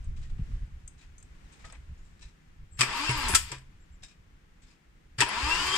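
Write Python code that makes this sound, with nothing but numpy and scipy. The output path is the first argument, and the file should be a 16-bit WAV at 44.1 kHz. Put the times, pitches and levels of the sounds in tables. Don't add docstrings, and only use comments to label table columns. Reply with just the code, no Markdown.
import sys
import numpy as np
from scipy import signal
from scipy.fft import rfft, irfft, next_fast_len
from scipy.io import wavfile
from scipy.ndimage import uniform_filter1d

SR = 44100
rng = np.random.default_rng(int(sys.argv[2]) if len(sys.argv) > 2 else 0)


def boost(x):
    u = np.asarray(x, float) / 20
    return 10 ** u


def transcribe(signal):
    frames = np.atleast_2d(signal).T
    limited = np.clip(frames, -1, 1)
    pcm = np.round(limited * 32767).astype(np.int16)
    wavfile.write(sys.argv[1], SR, pcm)


N = 254702

# time in seconds, level in dB.
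GUST_CURVE = [(0.0, -38.5), (0.3, -43.5), (0.51, -37), (0.74, -51.5), (1.19, -55.5), (1.48, -61),
              (1.64, -53), (1.88, -49), (2.4, -61.5), (2.59, -56), (2.85, -55), (3.28, -40.5), (3.43, -52),
              (4.0, -60), (5.03, -66), (5.38, -54.5), (5.46, -38.5), (5.78, -54)]
# frequency in Hz, level in dB per Hz.
WIND_SPECTRUM = [(8.8, -29), (15, 5), (68, 0), (124, -11), (210, -27.5), (253, -30), (372, -42), (600, -50),
                 (780, -74), (1320, -120)]
# frequency in Hz, level in dB per Hz.
YARD_SPECTRUM = [(88, -39.5), (150, -2.5), (193, -10.5), (243, -13), (443, -20), (604, -25.5), (777, -22.5),
                 (1020, -23.5), (1860, -21.5), (4180, -28.5), (7060, -28), (8500, -31), (9700, -38),
                 (15300, -48.5)]
# time in seconds, level in dB.
YARD_CURVE = [(0.0, -65), (0.25, -69), (0.52, -63), (0.7, -67.5), (1.1, -68.5), (1.3, -67), (1.58, -63.5),
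              (1.75, -67), (2.1, -68), (2.7, -70), (3.72, -68.5), (4.15, -70), (5.15, -70)]
YARD_CALM_DB, YARD_TREBLE_DB, YARD_TREBLE_SLOPE = -70, -83, 1.5
# frequency in Hz, likeness from -1 to 1.
AIR_LIKENESS = [(60, 0.99), (100, 0.81), (180, 0.7), (280, .75), (390, .25), (550, -.42), (800, -.3),
                (1400, -0.11), (3000, 0)]
# frequency in Hz, left over right in dB.
AIR_BALANCE = [(60, -0.5), (200, 0), (400, 2), (900, 2.5), (1500, 4), (6000, 4), (15000, .5)]

# start in seconds, length in seconds, pitch in Hz, level in dB.
BIRD_NOTES = [
    (3.8, .047, 7600, -72),
    (3.913, .05, 7550, -71),
]
BIRD_SLUR_HZ = 900
PIPE_S, PIPE_LENGTH_S, PIPE_HZ, PIPE_DROP_HZ, PIPE_SETTLE_S, PIPE_DB = 2.71, .075, 7600, 400, .006, -60
# start in seconds, length in seconds, first pitch in Hz, last pitch in Hz, level in dB.
BELT_SQUEAKS = [
    (2.925, .105, 8800, 9400, -54),
    (3.172, .028, 12700, 12200, -50),
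    (5.675, .015, 10190, 10300, -50),
    (3.095, .015, 8820, 9300, -50),
    (3.108, .012, 9400, 9500, -43),
    (3.109, .01, 10000, 10200, -46),
    (3.2, .05, 10900, 8200, -52),
    (3.303, .044, 9300, 10000, -41),
    (5.283, .014, 10400, 10150, -43),
]
SQUEAK_ARCH_HZ_PER_S2 = 850000

# start in seconds, level in dB, t60 in seconds, treble tilt in dB per octave,
# strongest mode in Hz.
SCUFF_EVENTS = [(0.1586, -54.5, 0.3, 3.5, 1110), (0.208, -55, 0.2, 1.5, 2100),
                (0.222, -52, 0.28, 1.5, 1880), (0.2925, -53, 0.062, 0.5, 1380),
                (0.377, -57, 0.26, -7, 2870), (0.974, -58, 0.15, 4, 7000), (0.984, -57, 0.2, 3, 3900),
                (1.006, -53, 0.22, 2, 2520), (1.018, -56, 0.15, 0, 2000), (1.5203, -54, 0.22, 1, 2780),
                (1.5874, -55.5, 0.65, 3, 2230), (1.636, -43.5, 0.17, -9.5, 1900),
                (1.644, -47, 0.19, 6, 1240), (1.693, -47, 0.1, -3, 5200), (1.718, -46, 0.14, -7, 1940),
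                (1.744, -47, 0.076, -4, 2350), (1.97, -65, .5, 7, 7000), (2.04, -64, .5, 7, 7600),
                (4.614, -57, 0.2, 4.5, 7700), (4.628, -58, .15, 3, 3500), (4.662, -60, .2, 3, 5000),
                (4.678, -59, 0.18, 2.5, 5000), (4.696, -59, .15, 1, 2500), (4.705, -58, 0.12, 3, 5000),
                (4.72, -60, .1, 0, 2500), (4.746, -62, .08, 0, 2600)]
# frequency in Hz, level in dB per Hz.
SCUFF_SPECTRUM = [(290, -44), (500, -3), (1470, -3), (1650, -2), (2570, 2), (3000, -2.5), (3830, -2),
                  (6210, -8), (7580, -5), (10100, -23), (15000, -44)]
# frequency in Hz, width in Hz, lift in dB.
TOOL_MODES = [(1700, 80, 2), (2520, 220, 1), (3760, 130, 6), (5090, 160, 5), (5720, 120, 7), (7330, 150, 5),
              (8310, 200, 3)]
# start in seconds, level in dB, t60 in seconds,
# treble tilt in dB per octave, strongest mode in Hz.
TOOL_RATTLES = [(2.19, -56, .08, 2, 4700), (2.208, -52, .15, 2.7, 4000), (2.216, -48, 0.089, 3, 5400),
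                (2.224, -44, .08, 1.8, 2650), (2.236, -52, 0.11, 2.4, 3900), (2.252, -55, .2, 2, 2650),
                (2.278, -58.5, 0.14, 4, 5500), (4.021, -51, 0.094, 2.4, 2460),
                (4.028, -42, 0.095, 2.7, 8500), (4.032, -40, 0.084, 5.4, 5200), (4.043, -48, .15, 5, 7600),
                (4.08, -51, 0.19, 3.8, 2470), (4.108, -54, 0.11, 1.4, 2570)]
GRIPPED_ROWS, GRIP = 7, 1.045
# start in seconds, level in dB, t60 in seconds,
# treble tilt in dB per octave, strongest mode in Hz.
TICK_EVENTS = [
    (0.041, -54, 0.071, 0.72, 8300),
    (0.8767, -36, 0.039, 0.93, 8500),
    (1.1805, -46.5, 0.049, 0.5, 6300),
    (1.1994, -57, 0.08, 0.5, 7030),
    (1.226, -41.5, 0.029, 0.44, 7700),
    (1.521, -55, 0.21, 0.5, 8500),
    (1.723, -42, 0.035, 0.5, 8160),
]
# frequency in Hz, level in dB per Hz.
TICK_SPECTRUM = [(590, -58), (1000, -39), (1340, -9), (1700, -24), (2780, -12), (3500, -18), (4200, -17),
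                 (5660, -14), (6340, -6), (7860, -3), (12000, -30), (15000, -34)]
# frequency in Hz, width in Hz, lift in dB.
TICK_MODES = [(6400, 250, 6), (8100, 500, 2)]

# start in seconds, level in dB, frequency in Hz,
# rise in seconds, t60 in seconds.
MOUNT_THUDS = [(2.787, -24.5, 125.4, 0.021, 0.24), (3.092, -23, 125, 0.0021, 0.25),
               (3.094, -27, 410, 0.0034, 0.043), (3.295, -29, 303, 0.0043, 0.055),
               (3.297, -30, 390, .004, .06), (3.297, -32, 190, .004, .06), (3.332, -21, 78, 0.0042, 0.13),
               (3.51, -39.5, 130.7, 0.0075, 0.47), (5.181, -25.5, 122.8, 0.014, 0.21),
               (5.427, -22, 62, 0.009, 0.16), (5.204, -31.5, 416, 0.0062, .12),
               (2.81, -34, 381, .005, 0.12), (2.812, -36, 580, .005, .1), (2.815, -37, 260, .005, .1),
               (3.519, -45, 340, .004, .14), (3.5, -47, 430, .01, .2), (3.52, -45, 540, .004, .12),
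               (5.55, -42, 170, .03, .5), (5.6, -40, 290, .015, .2), (5.68, -44, 130, .02, .4)]
# start in seconds, level in dB, frequency in Hz,
# rise in seconds, t60 in seconds.
RINGING_PARTS = [
    (.392, -24, 150, .005, .07),
    (1.648, -47, 1270, .006, .12),
    (1.642, -51, 1950, .003, .05),
    (1.688, -52, 1270, .004, .09),
    (1.747, -51, 2250, .003, .06),
    (2.808, -28, 1150, .004, .12),
    (3.345, -21, 1330, .006, .1),
    (3.519, -36, 960, .003, .07),
    (5.219, -19.5, 945, .002, .13),
]
# start in seconds, level in dB, t60 in seconds,
# treble tilt in dB per octave, strongest mode in Hz.
CLANK_EVENTS = [(2.8077, -14, 0.053, 2, 1840), (2.8145, -15.5, 0.04, -1, 2510),
                (2.822, -26, 0.046, 0, 7800), (2.831, -22.5, 0.07, -3, 2270), (3.092, -25, 0.16, -3, 2140),
                (3.347, -13.5, 0.042, 4, 7700), (3.3505, -11, 0.056, 6.5, 1313),
                (3.355, -16, 0.077, 3.5, 7000), (3.385, -34.5, 0.14, 5.5, 1870),
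                (3.5165, -33, 0.05, 1, 7700), (3.5175, -37, .04, 0, 5000), (3.521, -39, 0.2, -3, 1000),
                (3.582, -50, .04, 3, 7800), (5.197, -28, 0.036, -5, 1510), (5.204, -14.5, 0.052, 1.5, 1934),
                (5.2112, -15, 0.053, -0.5, 2630), (5.2202, -20, 0.074, -4, 950),
                (5.231, -24, .04, -7, 2510)]
# start in seconds, level in dB, t60 in seconds, # treble tilt in
# dB per octave, strongest mode in Hz.
METAL_SCRAPES = [(2.768, -56.5, .3, 1.5, 2000), (2.779, -47.5, .2, 2, 1800), (5.176, -51, .1, 7, 9300),
                 (2.787, -28.5, 0.22, 0.5, 1300), (3.278, -29, 0.25, 14, 9800),
                 (3.333, -24, 0.042, -5.5, 1050), (5.18, -30.5, 0.19, -2.1, 4600),
                 (3.168, -41.5, 0.34, 24, 12100), (2.82, -42, .2, 15, 14000), (3.36, -42, .4, 15, 13000),
                 (5.215, -44, .2, 15, 14000), (5.49, -47, 0.073, 12, 14000), (5.66, -41, .08, 17, 13000)]
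# frequency in Hz, level in dB per Hz.
CLANK_SPECTRUM = [(120, -36), (200, -11.5), (712, -13), (1140, -3.5), (1450, -6.5), (1830, -2),
                  (2190, -1.5), (2490, -1), (3990, -8.5), (5060, -5.5), (6520, -13.5), (7960, -7),
                  (10800, -22.5), (15300, -33)]
# frequency in Hz, width in Hz, lift in dB.
CLANK_MODES = [(1660, 77, -4.5), (2460, 44.4, -18), (3160, 80, -8.5), (4860, 48, -10), (5600, 180, -5),
               (7240, 90, 0), (8000, 1700, -5)]
CLANK_RISE_S, SLIDE_RISE_S, SCUFF_RISE_S, RATTLE_RISE_S, TICK_RISE_S = 0.0009, 0.007, 0.0082, 0.0035, .0009

# time in seconds, tooth rate in Hz, load in dB.
CRANKINGS = [
    [(2.84, 139, -37), (2.88, 171.2, -34.5), (2.974, 256.8, -33.5), (3.04, 301.9, -32.5),
     (3.084, 327.8, -34.5), (3.14, 315.2, -35), (3.27, 238.9, -32), (3.32, 182.4, -32),
     (3.345, 159.7, -32.5)],
    [(5.24, 124.8, -37.5), (5.324, 198.4, -32), (5.4, 250, -32.5), (5.47, 300.1, -31.5), (5.51, 322.5, -30),
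     (5.6, 348.6, -31.5), (5.68, 375.7, -32), (5.72, 378.6, -32), (5.776, 385.3, -29.5)],
]
SINGING_DB = [-2, 1]
# frequency in Hz, level in dB per Hz.
HOUSING_SPECTRUM = [(88, -46.5), (150, -19), (284, -4.5), (426, -6), (705, -11.5), (943, -3.5),
                    (1240, -4.5), (2040, 1), (2790, -3.5), (4030, -7), (4700, -4.5), (6280, -13.5),
                    (7480, -9.5), (12600, -31.5), (15300, -26)]
# frequency in Hz, width in Hz, lift in dB.
HOUSING_MODES = [(950, 170, 2), (1040, 390, 6.5), (1295, 50, 0), (1605, 40, 1), (1754, 50, 0),
                 (2050, 30, 0.5), (2195, 30, 0), (2330, 23, 1), (2470, 30, 1), (2770, 200, 3),
                 (3140, 60, 2.5), (3475, 45, 2), (4750, 260, -4), (5280, 90, -2), (7800, 300, -7)]
# frequency in Hz, level in dB.
FIRST_ORDER = [(150, -30), (200, -17), (300, -12.5), (335, -19), (350, -23), (378, -16)]
# multiple of the tooth rate, level in dB.
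HIGHER_ORDERS = [(2, -8), (3, -4), (4, 0), (5, -8), (6, -11), (7, -11), (8, -10), (9, -10), (10, -8),
                 (11, -9), (12, -8), (13, -10), (14, -10)]
SECOND_DB, UPPER_DB = -30, -11.5
# frequency in Hz, width in Hz, lift in dB.
GEAR_SHELL_MODES = [(630, 90, 9), (940, 100, 13), (1140, 100, 13), (1600, 80, 6), (2030, 80, 6),
                    (2700, 300, 5), (3100, 100, 8), (3500, 100, 6), (3900, 150, 7), (4700, 400, 3)]
# frequency in Hz, width in Hz, lift in dB.
MOTOR_SHELL_MODES = [(2400, 200, 5), (2730, 200, 20), (2950, 250, 8), (3190, 140, 17)]
COMMUTATOR, BRUSHES, BRUSH_GAP = 8.36, 16.68, .28
SLACK_DB_PER_HZ_S, SLACK_DB = .02, -7
WHINE_DB, OCTAVE_DB, OCTAVE_SAG_DB, OCTAVE_TOP_HZ = -18, -12.5, -8, 5550
TREBLE_DB, TREBLE_DB_PER_HZ = -3.5, 0.0312
FIZZ_DB, FIZZ_DB_PER_HZ, FIZZ_HZ = -1.5, 0.0492, 282
COAST_S, STOP_S, COAST_DB, DIE_DB_PER_S = 3.385, 3.525, -46.5, -300
COAST_TREBLE_DB, COAST_FIZZ_DB, COAST_HUM_DB = -0.5, -5, -8

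# frequency in Hz, likeness from -1 to 1.
ENGINE_LIKENESS = [(60, 0.94), (170, 0.93), (280, 0.82), (400, .6), (560, 0.2), (800, .45), (1000, .72),
                   (1350, 0.88), (1800, .42), (3000, 0.4), (8000, 0.12)]
# frequency in Hz, left over right in dB.
ENGINE_BALANCE = [(60, -0.5), (150, 0.5), (380, 2), (950, 2), (2380, 4), (5980, 6.5), (15000, 0.5)]
# frequency in Hz, turn in radians.
PORT_PHASE = [(120, 0), (280, -.85), (400, -.7), (560, -1.8), (720, .1), (1500, 0)]
RIGHT_LAG = 26
BAY_DB, BAY_T60, BAY_TREBLE_DB = -9.5, 0.23, -3
HISS_DB, EDGE_HZ = -83.5, 15700


def evened(x):
    return x / np.sqrt(np.mean(x ** 2) + 1e-20)


def read(points, hz):
    f, value = np.transpose(points)
    return np.interp(np.log(hz + 1), np.log(f + 1), value)


def unroll(rows):
    s, *columns = np.transpose(rows)
    t = np.arange(s[0], s[-1], 1 / SR)
    return s[0], [np.interp(t, s, c) for c in columns]


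def add(mix, s, sound):
    part = mix[round(s * SR):][:len(sound)]
    part += sound[:len(part)]


def split(x, hz):
    low = signal.sosfiltfilt(signal.butter(2, hz, fs=SR, output="sos"), x)
    return np.array([low, x - low])


def grit(count, spread_db):
    size_db = spread_db * rng.exponential(1, count).clip(0, 5)
    return evened(rng.standard_normal(count) * boost(size_db))


def wander(count, span):
    return evened(uniform_filter1d(uniform_filter1d(rng.standard_normal(count), span), span))


def tone(hz, db, shake_db, span=300):
    wavering_db = db + shake_db * wander(len(hz), round(span))
    level = np.sqrt(2) * boost(wavering_db) * signal.windows.tukey(len(hz), .1)
    return level * np.sin(2 * np.pi * (np.cumsum(hz) / SR + rng.random()))


def body(spectrum, modes, tilt_db=0):
    hz = abs(np.fft.fftfreq(4096, 1 / SR))
    peaks = sum(boost(db) / (1 + (2 * (hz - f) / width) ** 2) for f, width, db in modes)
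    tilt = tilt_db * np.log2(hz / 3000 + .3)
    log_gain = np.log(boost(read(spectrum, hz) + tilt) * (1 + peaks) + 1e-5)
    taps = np.fft.ifft(np.exp(log_gain - 1j * signal.hilbert(log_gain).imag)).real[:2048]
    return taps / np.linalg.norm(taps)


def blows(events, rise, spectrum, modes, own_db, spread_db):
    out, t = np.zeros(N), np.arange(12000) / SR
    attack = np.minimum(t / rise, 1) ** 2
    for s, db, t60, tilt_db, hz in events:
        decay = boost(db - 60 * np.maximum(t - rise, 0) / t60)
        shower = grit(len(t), spread_db) * attack * decay
        own_mode = (hz, .07 * hz, own_db)
        add(out, s, signal.oaconvolve(shower, body(spectrum, modes + [own_mode], tilt_db)))
    return out


def air():
    t, size = np.arange(N) / SR, next_fast_len(N)
    hz = np.fft.rfftfreq(size, 1 / SR)

    def coloured(spectrum):
        return evened(irfft(rfft(rng.standard_normal(size)) * boost(read(spectrum, hz)), size))[:N]

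    body_db = np.interp(t, *np.transpose(YARD_CURVE))
    treble_db = YARD_TREBLE_DB + YARD_TREBLE_SLOPE * (body_db - YARD_CALM_DB)
    body_db = body_db + 0.48 * wander(N, 700)
    treble_db = treble_db + 0.48 * wander(N, 700)
    low, high = split(coloured(YARD_SPECTRUM), 3475)
    return coloured(WIND_SPECTRUM), low * boost(body_db + 6.5) + high * boost(treble_db + 11.5)


def birds():
    out = np.zeros(N)
    for s, length, hz, db in BIRD_NOTES:
        u = np.linspace(-1, 1, round(length * SR))
        add(out, s, tone(hz - BIRD_SLUR_HZ * u ** 4, db - 6 * u ** 2, shake_db=2.5))
    settle = np.exp(-np.arange(0, PIPE_LENGTH_S, 1 / SR) / PIPE_SETTLE_S)
    add(out, PIPE_S, (1 - settle) * tone(PIPE_HZ + PIPE_DROP_HZ * settle, PIPE_DB, shake_db=2.0))
    return out


def squeaks():
    out = np.zeros(N)
    for s, length, from_hz, to_hz, db in BELT_SQUEAKS:
        t = np.arange(0, length, 1 / SR)
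        hz = from_hz + (to_hz - from_hz) * t / length + SQUEAK_ARCH_HZ_PER_S2 * t * (length - t)
        swell = np.sin(np.pi * t / length) ** .5
        jittered = hz * (1 + .007 * wander(len(hz), 40))
        add(out, s, swell * tone(jittered, db + 1.5, shake_db=1.5))
    return out


def small_objects():
    out = blows(SCUFF_EVENTS, SCUFF_RISE_S, SCUFF_SPECTRUM, [], own_db=5.0, spread_db=2.5)
    for rows, grip in ((TOOL_RATTLES[:GRIPPED_ROWS], GRIP), (TOOL_RATTLES[GRIPPED_ROWS:], 1)):
        modes = [(grip * f, width, db) for f, width, db in TOOL_MODES]
        out += blows(rows, RATTLE_RISE_S, SCUFF_SPECTRUM, modes, own_db=-3, spread_db=3.5)
    out += blows(TICK_EVENTS, TICK_RISE_S, TICK_SPECTRUM, TICK_MODES, own_db=4.0, spread_db=1.5)
    return out * boost(-6.0)


def thuds():
    out, t = np.zeros(N), np.arange(20000) / SR
    for s, db, hz, rise, t60 in MOUNT_THUDS + RINGING_PARTS:
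        envelope = boost(db - 60 * t / t60) * np.minimum(t / rise, 1)
        add(out, s, envelope * np.sin(2 * np.pi * hz * t + 1.2 * rng.standard_normal()))
    return out


def solenoid():
    clanks = blows(CLANK_EVENTS, CLANK_RISE_S, CLANK_SPECTRUM, CLANK_MODES, own_db=8.0, spread_db=1.0)
    slides = blows(METAL_SCRAPES, SLIDE_RISE_S, CLANK_SPECTRUM, CLANK_MODES, own_db=8.0, spread_db=1.0)
    return clanks + slides


def sung_db(hz, shells):
    return 20 * np.log10(1 + sum(boost(db) / (1 + (2 * (hz - f) / w) ** 2) ** 2 for f, w, db in shells))


def gear_tones(hz, db, pull_db):
    out = tone(hz, db + read(FIRST_ORDER, hz), shake_db=2.5, span=700)
    out += tone(2 * hz, db + SECOND_DB, shake_db=3.0, span=700)
    for multiple, order_db in HIGHER_ORDERS:
        f = multiple * hz
        lift_db = read(HOUSING_SPECTRUM, f) + sung_db(f, GEAR_SHELL_MODES)
        out += tone(f, db + .5 * pull_db + UPPER_DB + order_db + lift_db, shake_db=2.5, span=800)
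    return out


def motor_whine(hz, db, pull_db):
    f = COMMUTATOR * hz
    slack_db = np.clip(SLACK_DB_PER_HZ_S * np.gradient(hz) * SR, SLACK_DB, 0)
    whine_db = db + WHINE_DB + pull_db + slack_db + sung_db(f, MOTOR_SHELL_MODES)
    out = tone(f, whine_db, shake_db=1.2, span=500)
    sag_db = OCTAVE_SAG_DB / (1 + np.exp((OCTAVE_TOP_HZ - BRUSHES * hz) / 100))
    for multiple in (BRUSHES, BRUSHES - BRUSH_GAP):
        out += tone(multiple * hz, db + OCTAVE_DB - 6 + sag_db, shake_db=4.0, span=350)
    return out


def starter(lines):
    drive, rate, tones = np.zeros((3, N)), np.zeros(N), np.zeros(N)
    for rows, pull_db in zip(CRANKINGS, SINGING_DB):
        s, (hz, db) = unroll(rows)
        hz = uniform_filter1d(hz, 1200, mode="nearest")
        add(rate, s, hz)
        add(tones, s, gear_tones(hz, db, pull_db) + motor_whine(hz, db, pull_db))
        ends = signal.windows.tukey(len(db), .03)
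        faster = hz - FIZZ_HZ
        add(drive[0], s, boost(db + 1.5) * ends)
        add(drive[1], s, boost(db + TREBLE_DB + 8.0 + TREBLE_DB_PER_HZ * faster) * ends)
        add(drive[2], s, boost(db + FIZZ_DB + 6.5 + FIZZ_DB_PER_HZ * faster) * ends)
    t = np.arange(N) / SR
    coast = boost(COAST_DB + DIE_DB_PER_S * np.maximum(t - STOP_S, 0)) * np.clip((t - COAST_S) / 0.03, 0, 1)
    drive = drive + coast * boost(np.array([[1.5], [COAST_TREBLE_DB + 7.5], [COAST_FIZZ_DB + 6.5]]))

    turns = np.cumsum(rate * (1 + .025 * wander(N, 60))) / SR
    landed = np.diff(np.floor(turns), prepend=0) > 0
    knocks = landed * boost(3.01 * rng.standard_normal(N)) * .22 * np.sqrt(SR / 300)
    gate = 0.66 + 0.37 * np.exp(-(turns % 1) / 0.22)
    contact = knocks + gate * grit(N, 3.0)
    rattle = signal.oaconvolve(contact, body(HOUSING_SPECTRUM, HOUSING_MODES))[:N]
    hum, rest = split(rattle, 1400)
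    coasting = (coast > 0) * (t < CRANKINGS[1][0][0])
    low, high = split(rest + hum * boost(COAST_HUM_DB * coasting), 3300)
    grind, fizz = split(high, 9800)
    return lines * tones + (drive * np.array([low, grind, fizz])).sum(0)


def near(lines):
    return small_objects() + lines * (birds() + squeaks()) + solenoid() + starter(lines)


def echoes(start, t60):
    taps, at = np.zeros(SR // 2), np.arange(start, SR // 2 - 20, 20)
    signs = rng.choice([-1., 1.], len(at))
    taps[at + rng.integers(0, 20, len(at))] = signs * boost(-60 * at / SR / t60)
    return taps / np.linalg.norm(taps)


def ports(x, other, likeness, left_db):
    size = next_fast_len(N)
    hz = np.fft.rfftfreq(size, 1 / SR)
    same = np.clip(read(likeness, hz), -1, 1)
    lag_s = RIGHT_LAG / SR * np.clip((hz - 1700) / 1200, 0, 1)
    late = np.exp(-2j * np.pi * hz * lag_s + 1j * read(PORT_PHASE, hz))
    left, half = rfft(x, size), boost(read(left_db, hz) / 2)
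    right = same * left * late + np.sqrt(1 - same ** 2) * rfft(other, size)
    return irfft(np.array([left * half, right / half]), size)[:, :N]


def scene():
    gust_db = np.interp(np.arange(N) / SR, *np.transpose(GUST_CURVE)) + 3.6 + 3.7 * wander(N, 1300)
    bay, outdoors = [], []
    for lines in (1, .5):
        direct, (wind, yard) = near(lines), air()
        low, high = split(signal.oaconvolve(direct, echoes(200, BAY_T60))[:N], 4100)
        echo = low + boost(BAY_TREBLE_DB) * high
        bay.append(direct + boost(BAY_DB) * echo + lines * thuds())
        outdoors.append(boost(gust_db) * wind + yard)
    return ports(*bay, ENGINE_LIKENESS, ENGINE_BALANCE) + ports(*outdoors, AIR_LIKENESS, AIR_BALANCE)


def starve(x, under_db, luck_db, top_hz):
    hz, _, z = signal.stft(x, SR, nperseg=2048)
    power = (abs(z) ** 2).mean(0)
    band = np.arange(len(hz)) // 4
    centre = np.minimum(4 * band + 2, len(hz) - 1)
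    band_db = 10 * np.log10(uniform_filter1d(power, 4, axis=0)[centre] + 1e-20)
    mids_db = 10 * np.log10(power[(hz > 700) & (hz < 6000)].mean(0) + 1e-20)
    frames = z.shape[2]
    draws = rng.standard_normal((frames // 2 + 1, band[-1] + 1))
    luck = luck_db * np.repeat(draws, 2, axis=0).T[band][:, :frames]
    treble, upper, top = ((hz > edge)[:, None] for edge in (9300, 10000, top_hz))
    dropped = treble & (band_db + luck < mids_db - under_db + 38 * top)
    dropped |= upper & (luck < -.1 * luck_db) & (band_db < mids_db - 18)
    gain = np.where(dropped & (mids_db > -80), .015, 1)
    return signal.istft(z * gain, SR, nperseg=2048)[1][:, :N]


def roll_off(x):
    return signal.sosfilt(signal.butter(12, 15700, fs=SR, output="sos"), x)


def record(dry):
    hissing = dry + boost(HISS_DB) * rng.standard_normal(dry.shape)
    thin = starve(hissing, under_db=36.5, luck_db=7, top_hz=15050)
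    lowpass = signal.firwin(511, EDGE_HZ, window=("kaiser", 9), fs=SR)
    mix = signal.oaconvolve(thin, lowpass[None], "same")
    return roll_off(mix)


dry = scene()
out = record(dry)
transcribe(out)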